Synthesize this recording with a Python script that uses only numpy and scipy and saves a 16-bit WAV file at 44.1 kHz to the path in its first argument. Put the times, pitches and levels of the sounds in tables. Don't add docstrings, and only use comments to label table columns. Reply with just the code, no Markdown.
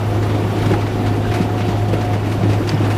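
import sys
import numpy as np
from scipy import signal
from scipy.io import wavfile

SR = 44100
rng = np.random.default_rng(int(sys.argv[2]) if len(sys.argv) > 2 else 0)


def wav_out(sig):
    wavfile.write(sys.argv[1], SR, np.round(np.clip(np.atleast_2d(sig).T, -1, 1) * 32767).astype(np.int16))


N = 130977


def amp(db):
    return 10 ** (np.asarray(db) / 20)


def rms_one(x):
    return x / np.sqrt(np.mean(x ** 2) + 1e-20)


def in_time(rows):
    seconds, value = np.transpose(rows)
    return np.interp(np.arange(N) / SR, seconds, value)


def drift(rate_hz):
    step = 40
    settle = 2000
    pole = np.exp(-2 * np.pi * rate_hz * step / SR)
    noise = rng.standard_normal(N // step + settle + 2)
    slow = signal.lfilter([1], [1, -2 * pole, pole ** 2], noise)[settle:]
    return np.interp(np.arange(N) / step, np.arange(len(slow)), rms_one(slow - slow.mean()))


def band(x, low_hz, high_hz):
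    return signal.sosfilt(signal.butter(2, [low_hz, high_hz], "band", fs=SR, output="sos"), x)


def tone(phase, db):
    return np.sqrt(2) * amp(db) * np.sin(phase + rng.uniform(0, 2 * np.pi))


def grit(rate_per_s, spread_db):
    size = amp(spread_db * np.minimum(rng.exponential(1, N), 5)) * rng.choice([-1, 1], N)
    return size * (rng.random(N) < rate_per_s / SR)


def banded_noise(spectrum, patchy_db, treble_db=0):
    together_share, treble_from_hz = .4, 300
    hz_at, db_at = np.transpose(spectrum)
    octaves = np.log2(hz_at[-1] / hz_at[0])
    edges = hz_at[0] * 2 ** np.arange(0, octaves + .6, 1 / 3)
    together = drift(6.3)
    white = rng.standard_normal((2, N))
    out = 0
    for k, (low, high) in enumerate(zip(edges, edges[1:])):
        hz = np.sqrt(low * high)
        flicker = patchy_db * (together_share * together + drift(13.8))
        db = np.interp(np.log(hz), np.log(hz_at), db_at) + flicker
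        db = db + treble_db * hz / (hz + treble_from_hz)
        out = out + amp(db) * band(white[k % 2], low, high)
    return rms_one(out)


def rumble():
    # frequency in Hz, relative level in dB per Hz.
    spectrum = [(15, -34), (30, 5), (50, 11.5), (80, 2), (125, -14.5), (180, -10)]
    return amp(-33.5) * banded_noise(spectrum, patchy_db=2.0)


def roar():
    # frequency in Hz, relative level in dB per Hz.
    spectrum = [(74, -8), (125, -5.5), (156, -13), (223, -7), (283, -7), (346, -8), (406, -10), (581, -17),
                (655, -16), (709, -9), (783, -15.5), (1140, -22.5), (1260, -22.5), (1640, -26),
                (2700, -29.5), (7310, -45.5), (14700, -50.5)]
    # time in seconds, level in dB (only departures from the mean count).
    load_rows = [(0, -39.5), (.2, -39.5), (.45, -41), (.65, -38.5), (.9, -41), (1.2, -41.5), (1.35, -39.5),
                 (1.52, -41.5), (1.75, -40), (1.95, -41.5), (2.1, -40.5), (2.22, -42), (2.38, -40),
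                 (2.55, -40), (2.65, -40.5), (2.8, -40.5), (2.97, -38.5)]
    load = in_time(load_rows)
    return amp(-22) * banded_noise(spectrum, patchy_db=1.34, treble_db=load - load.mean())


def engine():
    firing_hz, wander_hz = 104.44, 0.44
    # time in seconds, level in dB before a small random waver.
    hum_rows = [(0.0, -20), (0.22, -17.5), (0.55, -22.5), (0.71, -16), (0.93, -21), (1.1, -18.5),
                (1.67, -20), (1.73, -18), (2.41, -19.5), (2.49, -15), (2.64, -20.5), (2.97, -17.5)]
    # multiple of the firing rate, level in dB before a random waver.
    order_rows = [(.5, -46.5), (1.5, -36)]
    phase = 2 * np.pi * np.cumsum(firing_hz + wander_hz * drift(2.1)) / SR
    out = tone(phase, in_time(hum_rows) + 1.04 * drift(36))
    for multiple, db in order_rows:
        out = out + tone(multiple * phase, db + 3.6 * drift(5.3))
    return out


def pump():
    wander_hz, low_db = 1.0, -33
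    # time in seconds, pitch of the second partial in Hz before the wander.
    speed_rows = [(0, 722), (.1, 724), (.26, 704), (.45, 724), (.6, 722), (.77, 706), (.95, 728),
                  (1.05, 726), (1.17, 706), (1.35, 720), (1.56, 728), (1.78, 706), (1.92, 723), (2.13, 719),
                  (2.22, 710), (2.4, 729), (2.6, 712), (2.8, 729), (2.97, 724)]
    # time in seconds, level of the second partial in dB.
    whine_rows = [(0.0, -34), (0.34, -36.5), (0.84, -34), (0.88, -42.5), (1.05, -28), (1.25, -36),
                  (1.31, -31), (1.93, -32), (2.13, -28), (2.17, -39.5), (2.56, -31), (2.77, -49),
                  (2.8, -34), (2.97, -35)]
    phase = 2 * np.pi * np.cumsum(in_time(speed_rows) + wander_hz * drift(20)) / SR
    low_partial = tone(phase / 2, low_db + 1.4 * drift(8.8))
    return low_partial + tone(phase, in_time(whine_rows))


def hopper():
    knocks = grit(rate_per_s=70, spread_db=3.2)
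    # frequency in Hz, relative level in dB, time to fall 60 dB in seconds.
    modes = [(182, 6.5, 0.077), (282, 1, 0.13), (318.5, 2, 0.093), (430, -25.5, 0.071), (516, -6.5, 0.15),
             (1273, -12.5, 0.12)]
    out = 0
    for hz, db, t60 in modes:
        radius, angle = amp(-60 / (t60 * SR)), 2 * np.pi * hz / SR
        strikes = knocks * rng.standard_normal(N)
        ringing = signal.lfilter([0, np.sin(angle)], [1, -2 * radius * np.cos(angle), radius ** 2], strikes)
        out = out + amp(db) * ringing
    return amp(-28) * rms_one(out)


def squeaks():
    # start in seconds, rms level at the top of the swell in dB, pitch in Hz, length in seconds.
    squeak_rows = [(1.237, -30, 1530, 0.047), (1.312, -28, 1800, 0.0098), (1.585, -34, 1900, .03),
                   (2.319, -35, 2700, 0.015), (2.691, -22.5, 4620, 0.0046), (2.692, -30, 6160, 0.0044),
                   (2.736, -36, 5100, 0.02), (2.773, -33, 3260, 0.011)]
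    out = np.zeros(N)
    for start, db, hz, length in squeak_rows:
        n, first = int(length * SR), int(start * SR)
        rough = rms_one(band(rng.standard_normal(SR // 8), hz * .96, hz * 1.04))
        out[first:first + n] += amp(db) * np.hanning(n) * rough[-n:]
    return out


def thumps():
    attack_s, width = 0.0024, 0.43
    # start in seconds, level in dB (5 dB is taken off), pitch in Hz, time to fall 60 dB in seconds.
    thump_rows = [(.217, -16, 282, .08), (.342, -18.5, 301, .19), (.573, -18.5, 306, 0.15),
                  (.66, -12, 160, 0.13), (.668, -21, 422, 0.093), (.705, -7, 382, 0.091),
                  (.71, -7.5, 179, 0.23), (.721, -15.5, 314, 0.15), (.735, -15.5, 822, 0.095),
                  (1.01, -13.5, 261, .15), (1.336, -15, 336, 0.15), (1.679, -11, 189, 0.12),
                  (1.932, -8, 314, 0.096), (2.155, -12, 200, .08), (2.388, -12, 180, 0.16),
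                  (2.431, -7, 185, .11), (2.45, -11, 300, 0.11), (2.489, -10.5, 293, 0.11),
                  (2.529, -7.5, 280, 0.1), (2.599, -15, 297, .12), (2.73, -8.5, 148, 0.21),
                  (2.804, -10.5, 309, 0.17)]
    t = np.arange(SR // 3) / SR
    out = np.zeros(N + SR)
    for start, db, hz, t60 in thump_rows:
        noise = band(rng.standard_normal(len(t)), hz / (1 + width), hz * (1 + 2 * width))
        body = np.sin(2 * np.pi * hz * t) + .5 * rms_one(noise)
        shape = (1 - np.exp(-t / attack_s)) * amp(-60 * t / t60)
        first = int(start * SR)
        out[first:first + len(t)] += amp(db - 5) * body * shape / shape.max()
    return out[:N]


def tearing():
    attack_s, crest_db = .005, 14
    grit_share = .4
    # start in seconds, rasp level in dB (the crest is taken off), crunch in dB over the rasp,
    # hiss in dB over the rasp, decay time constant in seconds.
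    tear_rows = [(0.222, -30.5, 11, -5, 0.025), (0.2897, -30.5, 14, -11, 0.027),
                 (0.3434, -31.5, 10, -10, 0.013), (0.5794, -30.5, 5, -3, 0.026),
                 (0.6174, -29, 12.5, -4, 0.018), (0.6575, -25, 12.5, -7, 0.012),
                 (0.6944, -30.5, 15, -6, 0.015), (0.7124, -29.5, 17, -2, 0.011),
                 (0.7337, -28, 16, -6, 0.0076), (0.808, -31, 14, -8, 0.014),
                 (0.8649, -32.5, 17.5, -10, 0.006), (1.0585, -26.5, 12, -9, 0.028),
                 (1.1594, -31, 8, -8, 0.011), (1.3124, -27.5, 13, -13, 0.012), (1.337, -21, 9, -6, 0.013),
                 (1.355, -28.5, 11.5, -5, 0.028), (1.4064, -27, 10, -7, 0.03),
                 (1.5768, -32.5, 14.5, -8, 0.018), (1.603, -30.5, 16, -10, 0.014),
                 (1.68, -27, 6.5, -8, 0.023), (1.78, -31, 4, -11, 0.0082), (1.8794, -28, -5, -6, 0.015),
                 (1.9284, -28.5, 13.5, -3, 0.015), (2.0075, -26, 8, -14, 0.017),
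                 (2.0444, -30, 8, -5, 0.012), (2.13, -29, 12, -6, 0.018), (2.2563, -33, 7.5, -6, 0.013),
                 (2.3133, -28, 10.5, -2, 0.018), (2.4303, -28, 12.5, -13, 0.019), (2.49, -26, 9, -8, 0.043),
                 (2.5296, -25, 9, -11, 0.013), (2.672, -20, 5.5, -10, 0.014), (2.6904, -17, 6, -12, 0.0063),
                 (2.7094, -36, 22.5, -8, 0.015), (2.7751, -43, 3, -11, 0.0066),
                 (2.8394, -31, 13, -14, 0.016), (2.9003, -23, 9.5, -10, 0.017)]
    # low edge in Hz, high edge in Hz.
    colours = [(600, 2500), (2500, 6000), (5500, 12000)]
    snaps = rms_one(grit(rate_per_s=5000, spread_db=2.5)) * rng.choice([-1, 1], (3, N))
    smooth = rng.standard_normal((3, N))
    texture = np.sqrt(grit_share) * snaps + np.sqrt(1 - grit_share) * smooth

    t = np.arange(SR // 4) / SR
    power = np.zeros((3, N + SR))
    for start, db, crunch_db, hiss_db, decay in tear_rows:
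        shape = (1 - np.exp(-t / attack_s)) * np.exp(-t / decay)
        levels = amp(db - crest_db + np.array([[crunch_db], [0], [hiss_db]]))
        first = int(start * SR)
        power[:, first:first + len(t)] += (levels * shape / shape.max()) ** 2

    out = np.zeros(N)
    for p, x, (low, high) in zip(power, texture, colours):
        out += np.sqrt(p[:N]) * rms_one(band(x, low, high))
    return out


def scene():
    background = rumble() + roar() + engine() + pump()
    shredding = hopper() + squeaks() + thumps() + tearing()
    return (background + shredding)[None]


def record(dry):
    clip_at, cutoff_hz = .52, 14980
    held = dry / (1 + np.abs(dry / clip_at) ** 8) ** (1 / 8)
    return signal.sosfilt(signal.ellip(14, .3, 70, cutoff_hz, fs=SR, output="sos"), held)


dry = scene()
out = record(dry)
wav_out(out)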